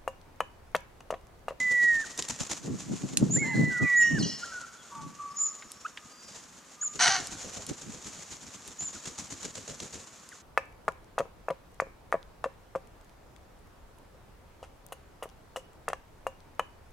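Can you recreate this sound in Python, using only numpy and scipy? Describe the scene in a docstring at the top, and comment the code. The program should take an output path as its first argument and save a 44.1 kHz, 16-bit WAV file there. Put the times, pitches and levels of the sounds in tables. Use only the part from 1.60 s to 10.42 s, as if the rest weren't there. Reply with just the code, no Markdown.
"""A long falling whistle over wing beats: cockatoos and choughs at a garden feeder.
Whistles and thin high seeps are gliding tones; other birds answer from the trees with echoes.
Wings, rustling, wind on the microphone and heavy wing thumps are noise shaped in pitch and strength.
A harsh buzzing screech goes with a take-off; beaks and claws click on seed dishes and wire mesh."""
import sys
import numpy as np
from scipy import signal
from scipy.fft import rfft, irfft, next_fast_len
from scipy.io import wavfile
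from scipy.ndimage import uniform_filter1d

SR = 44100
rng = np.random.default_rng(int(sys.argv[2]) if len(sys.argv) > 2 else 0)


def wav_out(sig):
    """Save sig, one row per channel (or a flat mono array), as 16-bit PCM at SR to the path in sys.argv[1]."""
    wavfile.write(sys.argv[1], SR, np.round(np.clip(np.atleast_2d(sig).T, -1, 1) * 32767).astype(np.int16))


N = 388962
TIME = np.arange(N) / SR  # s


def gain_of(db):
    """Turns decibels into a factor for loudness of the wave."""
    return 10 ** (np.asarray(db) / 20)


def evened(x):
    """Scales a sound to an average strength (rms) of 1."""
    return x / np.sqrt(np.mean(x ** 2) + 1e-20)


def read(points, hz):
    """Reads a table of values between its frequencies, on a log-frequency axis."""
    f, value = np.transpose(points)
    return np.interp(np.log(hz + 1), np.log(f + 1), value)


def add(mix, s, sound):
    """Mixes a sound in at time s, cutting off what runs past the end."""
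    part = mix[..., max(round(s * SR), 0):][..., :sound.shape[-1]]
    part += sound[..., :part.shape[-1]]


def wander(size, hz):
    """Smooth random drift of rms 1, moving mostly slower than hz times a second."""
    f = np.fft.rfftfreq(next_fast_len(size + SR), 1 / SR)
    noise = rng.standard_normal(2 * len(f) - 2)
    return evened(irfft(rfft(noise) / (1 + (f / hz) ** 4)))[:size]


# how alike the two microphone ports are: (frequency [Hz], coherence [0-1])
PORT_LIKENESS = [(1000, 0.71)]


def coloured(pair, spectrum, likeness=PORT_LIKENESS):
    """Blends two unrelated signals into a partly alike stereo pair with the given spectrum."""
    size = next_fast_len(N, True)
    hz = np.fft.rfftfreq(size, 1 / SR)
    a, b = rfft(pair, size)
    same = np.clip(read(likeness, hz), 0, 1)
    mid, side = a * np.sqrt(1 + same), b * np.sqrt(1 - same)
    shaped = np.array([mid + side, mid - side]) * gain_of(read(spectrum, hz))
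    return evened(irfft(shaped, size)[:, :N])


def crackle(per_s, spread_db, hiss):
    """Tiny snaps of uneven size in a smooth hiss."""
    size = gain_of(spread_db * np.minimum(rng.exponential(1, N), 4))
    size = size * (rng.random(N) < per_s / SR)
    return evened(size * rng.standard_normal((2, N))) + hiss * rng.standard_normal((2, N))


def scatter(x, seconds, count=14):
    """A few early reflections from ground, stumps and leaves, different at each port."""
    delay = rng.uniform(.05, 1, count) * seconds
    strength = np.exp(-2 * delay / seconds) * (-1) ** np.arange(count)
    taps = np.zeros((2, int(seconds * SR) + 40))
    for port in taps:
        port[(delay * SR).astype(int) + rng.integers(0, 3, count)] = strength
    return signal.fftconvolve(x[None], taps / np.linalg.norm(taps[0]), axes=1)


# how fast garden echoes die: (frequency [Hz], time to fall 60 dB [s])
ECHO_TIMES = [(300, 0.46), (1200, 1.34), (5000, 0.86), (14000, 0.064)]


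def garden(x):
    """Faint echoes from trees and fences, each frequency band dying at its own speed."""
    taps = rng.standard_normal((3, SR)) * (rng.random(SR) < 1500 / SR)
    hz, t, z = signal.stft(taps[:2] + 3.2 * taps[2], SR, nperseg=256)  # third row is common to both ports
    build_up = np.minimum(t / 0.014, 1)
    z = z * gain_of(-60 * t / read(ECHO_TIMES, hz)[:, None]) * build_up
    tail = signal.istft(z, SR, nperseg=256)[1]
    return signal.fftconvolve(x[None], tail / np.linalg.norm(tail[0]), axes=1)[:, :N]


def aside(pair, lead_us):
    """A source off centre reaches the left port earlier (or, if negative, later)."""
    size = next_fast_len(pair.shape[-1] + 16, True)
    turn = np.exp(1j * np.pi * np.fft.rfftfreq(size, 1 / SR) * lead_us / 1e6)  # half the lead for each port
    return irfft(rfft(pair, size) * np.array([turn, turn.conj()]), size)[:, :pair.shape[-1]]


def spells(rows, attack, release):
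    """Gain for rows of (start s, length s, dB): each rises, holds and dies away."""
    power = np.zeros(N)
    for s, length, db in rows:
        rise = np.clip((TIME - s) / attack, 0, 1)
        fade = np.exp(-np.maximum(TIME - s - length, 0) / release)
        power += (gain_of(db) * rise * fade) ** 2
    return np.sqrt(power)


def syrinx(hz, overtones, waver, shimmer_db):
    """A bird's voice: an unsteady tone with second and third harmonics of the given share."""
    phase = 2 * np.pi * np.cumsum(hz * (1 + waver * wander(len(hz), 130))) / SR
    upper = np.sin(2 * phase) + gain_of(-18.0) * np.sin(3 * phase) * (hz < SR / 16)
    tone = np.sqrt(2) * (np.sin(phase) + overtones * upper)
    return tone * gain_of(shimmer_db * wander(len(hz), 82))


ONSET_RASP = 5  # extra waver at the start of a note, in multiples of its final waver


def glide(length, start, end, db, arch, overtones, waver):
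    """One arched glide that starts raspy and clears as its pitch grows steadier."""
    u = np.linspace(0, 1, int(length * SR))
    hz = (start + (end - start) * u) * (1 + arch * (1 - (2 * u - 1) ** 2))
    tone = syrinx(hz, overtones, waver * (1 + ONSET_RASP * (1 - u) ** 4), shimmer_db=2)
    return tone * gain_of(db) * signal.windows.tukey(len(u), .4)


# tone colour of distant trees: (frequency [Hz], relative level [dB])
TREE_WASH = [(25, -28), (190, 4.5), (750, -4), (1150, 3), (3900, -12.5), (6870, -9), (15000, -24.5)]
AIR_DB = -57.5


def air():
    """Quiet wash of distant trees, made of steady shaped noise."""
    return coloured(rng.standard_normal((2, N)), TREE_WASH) * gain_of(AIR_DB)


# tone colour of the low puffs: (frequency [Hz], relative level [dB])
BUFFET_COLOUR = [(20, -27), (85, -16), (140, 2.5), (290, -2.5), (420, -12.5), (4000, -62.5)]
# low puffs of air: wind on the microphone, and heavy wing thumps at 0.813 and 6.109 s:
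# (time of peak [s], level before the final gain [dB], time from the peak to half strength [s])
LOW_PUFFS = [(0.813, -32, 0.0028), (1.12, -33, 0.044), (1.323, -31.5, 0.03), (1.448, -30.5, 0.011),
             (1.633, -21, 0.0096), (1.697, -33, 0.13), (2.016, -26, 0.056), (2.237, -28.5, 0.015),
             (2.535, -31, 0.014), (2.604, -31, 0.069), (3.44, -50, 0.065), (6.109, -36.5, 0.012),
             (6.287, -46.5, 0.029)]
SPURT_ABOVE_HZ, SPURT_DB, SPURT_RATE_HZ = 300, 4, 45  # small eddies come and go faster than large ones


def buffets():
    """Wind puffs and heavy wing thumps: lumpy noise, mostly unlike at the ports, its upper part in spurts."""
    eddies = coloured(rng.standard_normal((2, N)), BUFFET_COLOUR, [(100, 0.11)])
    eddies /= uniform_filter1d(eddies ** 2, size=1000, axis=1).clip(1e-6) ** 0.14  # eddies push more alike
    low = signal.filtfilt(*signal.butter(2, SPURT_ABOVE_HZ, fs=SR), eddies)
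    spurts = evened(gain_of(SPURT_DB * wander(N, SPURT_RATE_HZ)))
    eddies = low + (eddies - low) * spurts
    strength = sum(gain_of(db) / (1 + abs((TIME - s) / half) ** 3) for s, db, half in LOW_PUFFS)
    return eddies * strength * gain_of(3.5 + 2 * wander(N, 35))


# tone colour of feathers, here and in the wing beats: (frequency [Hz], relative level [dB])
FEATHER_COLOUR = [(40, -30), (490, 1), (2000, -5), (5000, -3.5), (7000, 5.5), (8200, -6), (11000, -18),
                  (15500, -38)]
# tone colour of pushed air, here and in the wing beats: (frequency [Hz], relative level [dB])
THUMP_COLOUR = [(20, -15.5), (70, -1.5), (260, -1.5), (1300, -67)]
# spells in which the flock stirs: (start [s], length [s], level before the gain of each part [dB])
FLOCK_STIRS = [(0, 2.99, -53), (4.65, 0.15, -55.5), (5.4, 0.65, -48.5), (6.15, 2.25, -54.5)]
STIR_ATTACK_S, STIR_RELEASE_S = 0.029, 0.12
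SETTLED_DB = -59  # floor between spells, before the gain of each part


def rustle():
    """Feathers and dry litter crackle as the flock moves about, stirring the air in low lumps."""
    dry = coloured(crackle(per_s=1500, spread_db=1.0, hiss=1.34), FEATHER_COLOUR)
    dry = dry * gain_of(3.0 + 2.57 * wander(N, 25))
    stirred = coloured(rng.standard_normal((2, N)), THUMP_COLOUR) * gain_of(-9.5 + 4.4 * wander(N, 24))
    return (dry + stirred) * np.hypot(gain_of(SETTLED_DB), spells(FLOCK_STIRS, STIR_ATTACK_S, STIR_RELEASE_S))


# Levels of the flock's notes are those before reflections and echoes.
# fluted notes and small tweets from the trees:
# (time [s], length [s], start pitch [Hz], end pitch [Hz], level [dB])
FLUTED_NOTES = [(2.094, 0.1, 1624, 1374, -42.5), (2.177, 0.17, 1280, 1080, -49),
                (2.227, 0.084, 2525, 2110, -43), (2.803, 0.15, 1415, 1310, -46),
                (2.915, 0.083, 1530, 1416, -40), (2.989, 0.083, 1418, 1333, -46.5),
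                (3.175, .05, 3570, 3200, -60), (3.295, 0.2, 1144, 1135, -45.5), (3.306, .13, 966, 860, -50),
                (3.578, 0.16, 1174, 1127, -39.5), (4.62, .04, 5600, 5400, -57)]
FLUTE_OVERTONES, FLUTE_WAVER = .017, .006  # share of the tone; share of the pitch late in the note
# raspy squawks: (time [s], length [s], start pitch [Hz], end pitch [Hz], level [dB],
# arch [share of the pitch])
RASPY_SQUAWKS = [(1.808, 0.16, 700, 704, -47.5, .36), (2.396, 0.11, 2730, 2873, -48, .035),
                 (2.583, 0.053, 5240, 3985, -36.5, -0.024), (2.621, 0.036, 3327, 2750, -40.5, -0.0061),
                 (2.631, 0.11, 4250, 5380, -41.5, .08)]
SQUAWK_OVERTONES, SQUAWK_WAVER = 1.5, .019  # shares as for the flutes
# faint level tones from the trees; the one at 5.15 s is a lingering echo:
# (time [s], pitch [Hz], level [dB])
FAINT_TONES = [(1.811, 4155, -59), (3.679, 5210, -61), (3.759, 1260, -58.5), (4.05, 5560, -64),
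               (4.361, 1240, -64.5), (4.485, 4790, -58.5), (5.15, 1210, -58.5)]
FAINT_TONE_S = 0.24
# brief chips; the one at 2.83 s is the rough, rising onset of the fluted note at 2.80 s:
# (time [s], start pitch [Hz], end pitch [Hz], level [dB])
BRIEF_CHIPS = [(2.83, 1447, 1780, -41.5), (4.247, 1210, 1640, -32.5), (5.221, 1910, 1360, -45.5),
               (7.355, 1640, 1310, -47.5), (8.715, 2190, 1430, -48.5)]
CHIP_S, CHIP_ARCH, CHIP_OVERTONES, CHIP_WAVER = 0.0208, -0.087, 0.13, 0.011  # length, then shares
CHIP_ECHO = 0.18  # share that reaches the trees


def flock():
    """Gliding and level voices from the trees, where high notes echo best; brief chips echo little."""
    notes, chips = np.zeros(N), np.zeros(N)
    for s, *note in FLUTED_NOTES:
        add(notes, s, glide(*note, 0, FLUTE_OVERTONES, FLUTE_WAVER))
    for s, *note in RASPY_SQUAWKS:
        add(notes, s, glide(*note, SQUAWK_OVERTONES, SQUAWK_WAVER))
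    for s, hz, db in FAINT_TONES:
        add(notes, s, glide(FAINT_TONE_S, hz, hz, db, arch=0, overtones=0, waver=0.0021))
    for s, *note in BRIEF_CHIPS:
        add(chips, s, glide(CHIP_S, *note, CHIP_ARCH, CHIP_OVERTONES, CHIP_WAVER))
    softened = signal.butter(8, 6600, fs=SR, output="sos")
    direct, sent = signal.sosfilt(softened, [notes + chips, notes + CHIP_ECHO * chips])
    leaves = signal.lfilter(*signal.butter(1, 3000, "high", fs=SR), sent)
    early = gain_of(-12) * scatter(direct, seconds=.03)[:, :N]
    return aside(direct + early + gain_of(-3.5) * garden(leaves), lead_us=32)


# clicks of beaks and claws: (time [s], level before dying away and port balance [dB],
# centre frequency [Hz], lead at the left port [microseconds])
BEAK_CLICKS = [(.577, -28, 6500, 0), (.624, -24, 4500, -10), (.688, -26, 6800, 0), (1.572, -8.5, 6200, -55),
               (4.023, -38, 1700, 0), (4.118, -30, 7000, 0), (4.373, -32.5, 2000, 0),
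               (5.671, -26.5, 6500, 10), (6.066, -29, 6500, 10), (7.077, -30, 6800, 10),
               (8.202, -31, 4500, -10), (8.69, -35, 7500, 0)]
CLICK_CYCLES, CLICK_WIDTH = 9, 1.65  # cycles over which a click dies away; ratio of band edges to centre
SHADE_DB_PER_US = .03  # level gained by the nearer port, and lost by the other


def clicks():
    """Sharp snaps of one broad resonance with scatter; the nearer port hears them earlier and louder."""
    out, t = np.zeros((2, N)), np.arange(2048) / SR
    for s, db, centre, lead_us in BEAK_CLICKS:
        band = signal.butter(2, [centre / CLICK_WIDTH, centre * CLICK_WIDTH], "band", fs=SR)
        body = signal.lfilter(*band, rng.standard_normal(len(t)))
        snap = gain_of(db) * evened(body) * np.exp(-t * centre / CLICK_CYCLES)
        shade = gain_of(SHADE_DB_PER_US * np.array([[lead_us], [-lead_us]]))
        add(out, s, shade * aside(snap, lead_us))
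    out = signal.lfilter(*signal.butter(4, 11000, fs=SR), out)
    return out + gain_of(-11) * scatter(out[0], seconds=.03, count=40)[:, :N]


def stroke(t, rise, fall):
    """A swell that peaks at t = 0 and dies away."""
    return np.exp(-(np.minimum(t, 0) / rise) ** 2 - np.maximum(t, 0) / fall)


# flights, runs of even wing beats, loudest at the nearest point and 3 dB weaker one pass time away:
# (first downstroke [s], end [s], beat period [s], time of nearest point, even outside the run [s],
# pass time [s], swish level at the nearest point before spread and flutter [dB],
# flick relative to swish [dB], thump relative to swish before spread [dB])
WING_RUNS = [(.007, .53, .1158, .068, .52, -37.5, -12, -12), (.602, .98, .1068, .78, .18, -32, -8, -13),
             (1.208, 1.26, .11, 1.62, .5, -35.5, -12, -9), (5.362, 7.14, .123, 5.8, 0.5, -39.5, -5, -5),
             (7.231, 8.41, .1246, 7.82, .42, -37.5, 1, -7)]
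SWISH_SPREAD_DB, THUMP_SPREAD_DB = 1.7, -1  # from beat to beat
WHOOMP_HZ = 196  # a downstroke has a hollow note in the octave above this, before its spread
WHOOMP_SPREAD_OCTAVES, WHOOMP_SHARE = .45, .8  # from beat to beat; strength beside the thump
FLUTTER_DB, FLUTTER_HZ = 2.6, 90  # feathers flutter within a stroke


def wings():
    """Each beat is a flick, a downstroke with thump and hollow note, and a soft upstroke, all fluttering."""
    feathers = coloured(crackle(per_s=2500, spread_db=1.5, hiss=1.0), FEATHER_COLOUR)
    thumps = coloured(rng.standard_normal((2, N)), THUMP_COLOUR)
    out = np.zeros((2, N))
    for first, end, period, nearest, pass_s, top_db, flick_db, thump_db in WING_RUNS:
        lucks = rng.standard_normal((20, 3)).clip(-2, 2)
        for s, luck in zip(np.arange(first, end, period), lucks):
            distance_db = -10 * np.log10(1 + ((s - nearest) / pass_s) ** 2)
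            db = top_db + distance_db + SWISH_SPREAD_DB * luck[0]
            near = abs(TIME - s) < .15
            t = TIME[near] - s
            flick = gain_of(flick_db) * stroke(t + .023, rise=.004, fall=.006)  # the wing opens
            downstroke = stroke(t, rise=0.014, fall=0.014)
            upstroke = gain_of(-12.5) * stroke(t - .055, rise=0.0223, fall=0.006)
            swish = feathers[:, near] * (flick + downstroke + upstroke)
            hz = WHOOMP_HZ * 2 ** (WHOOMP_SPREAD_OCTAVES * luck[2])
            octave = signal.butter(2, [hz, 2 * hz], "band", fs=SR)
            hollow = evened(signal.lfilter(*octave, feathers[:, near]))
            push = (thumps[:, near] + WHOOMP_SHARE * hollow) * stroke(t - .002, rise=0.018, fall=0.029)
            push_gain = gain_of(thump_db + THUMP_SPREAD_DB * luck[1])
            out[:, near] += gain_of(db) * (swish + push_gain * push)
    return out * gain_of(FLUTTER_DB * wander(N, FLUTTER_HZ))


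# thin high seeps: (time [s], length [s], top pitch [Hz], level before fading in and out [dB],
# share scattered by foliage [0-1])
THIN_SEEPS = [(1.699, .1, 7320, -26.5, 0.42), (2.351, 0.099, 7254, -29.5, 0.52),
              (3.745, 0.16, 7110, -28, 0.65), (5.21, 0.073, 7280, -31, 0.02),
              (7.18, 0.12, 7250, -35.5, 0.18)]
SEEP_ENDS_HZ = 6630  # each seep starts and ends here


def seeps():
    """Arched notes near 7 kHz; reflections beat against the glide and make it flutter."""
    out = np.zeros((2, N))
    for s, length, top, db, share in THIN_SEEPS:
        u = np.linspace(0, 1, int(length * SR))
        hz = np.interp(u, [0, .5, 1], [SEEP_ENDS_HZ, top, SEEP_ENDS_HZ])
        tone = syrinx(hz, overtones=0, waver=0.0073, shimmer_db=0.5)
        share = np.clip(share, 0, 1)
        tone *= gain_of(db) * signal.windows.tukey(len(u), 0.15 + share)
        echoes = scatter(tone, seconds=0.023)
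        echoes = echoes * np.linalg.norm(tone) / np.linalg.norm(echoes, axis=1)[:, None]  # as strong as the tone
        add(out, s, np.sqrt(1 - share) * tone)
        add(out, s, np.sqrt(share) * echoes)
    return out + gain_of(-14.5) * garden(out.mean(0))


# bursts of the harsh screech: (start [s], length [s], level before echoes [dB])
SCREECH_BURSTS = [(5.39, 0.0075, -25.5), (5.406, 0.081, -22.5), (5.5, 0.061, -29)]
# pitch of the screech before jitter: (time [s], pitch [Hz])
SCREECH_GLIDE = [(5.48, 492), (5.5, 399), (5.62, 349)]
# tone colour of the throat: (frequency [Hz], relative level [dB])
THROAT_COLOUR = [(300, -38), (680, -0.5), (1100, 4.5), (2200, -1.5), (6000, 4), (8000, -9.5), (11000, -19),
                 (15000, -75)]
SCREECH_ATTACK_S, SCREECH_RELEASE_S = 0.0057, 0.031
SECOND_SIDE = 1.37  # pitch ratio of the two sides of the syrinx, the bird's voice organ
SCREECH_JITTER = .07  # share of the pitch, scaled by effort plus a tenth


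def screech():
    """Two sides of the syrinx buzz roughly; as effort fades one is left, clearer and sinking in pitch."""
    level = spells(SCREECH_BURSTS, SCREECH_ATTACK_S, SCREECH_RELEASE_S)
    effort = level / level.max()
    pitch = np.interp(TIME, *np.transpose(SCREECH_GLIDE))
    buzz = np.zeros(N)
    for ratio, share in ((1, 1), (SECOND_SIDE, effort)):
        jitter = 1 + SCREECH_JITTER * (effort + .1) * wander(N, 110)
        turns = np.cumsum(ratio * pitch * jitter) / SR
        harmonics = sum(np.cos(2 * np.pi * (k * turns + rng.random())) for k in range(1, 18))
        buzz += share * evened(harmonics)
    drive = .9 * rng.standard_normal((2, N))  # breath noise
    drive[0] = scatter(drive[0] + buzz, seconds=.012)[0, :N]
    out = coloured(drive * gain_of(2 * wander(N, 250)), THROAT_COLOUR) * level
    return aside(out, lead_us=13.0) + gain_of(-23) * garden(out.mean(0))


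# long falling whistles, one curve each: (time [s], pitch [Hz], level before the port balance [dB])
FALLING_WHISTLES = [
    [(0.0, 2023, -28.5), (0.29, 1899, -20), (0.404, 1802, -30), (0.432, 1770, -40)],
    [(1.754, 1360, -47), (1.769, 1875, -39.5), (1.801, 2230, -36), (1.829, 2170, -27.5), (1.851, 2063, -34),
     (2.157, 1957, -31.5), (2.273, 1964, -26), (2.425, 1894, -18), (2.545, 1843, -34.5),
     (2.575, 1730, -35.5)],
]
DROP_S, DROP_HZ, DROP_DB = 0.019, 1410, 0  # closing drop: length, final pitch, change of level


def whistles():
    """Long clean notes, nearly pure tones that sink slowly and drop off at the end."""
    out = np.zeros(N)
    for rows in FALLING_WHISTLES:
        end, _, end_db = rows[-1]
        s, hz, db = np.transpose([*rows, (end + DROP_S, DROP_HZ, end_db + DROP_DB)])
        t = np.arange(s[0], s[-1], 1 / SR)
        tone = syrinx(np.interp(t, s, hz), overtones=0.011, waver=0.0013, shimmer_db=0.72)
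        add(out, s[0], tone * gain_of(np.interp(t, s, db)) * signal.windows.tukey(len(t), .02))
    return out * gain_of([[-1.7], [1.4]]) + gain_of(-26) * garden(out)  # louder on the right


def scene():
    """All birds over the garden air."""
    background = air() + buffets() + rustle() + flock()
    return background + clicks() + wings() + seeps() + screech() + whistles()


EDGE_HZ = 15500


def record(dry):
    """Cuts the treble steeply above the edge frequency."""
    low_pass = signal.firwin(511, EDGE_HZ, window=("kaiser", 9), fs=SR)
    return signal.oaconvolve(dry, low_pass[None], "same")


dry = scene()
out = record(dry)
wav_out(out)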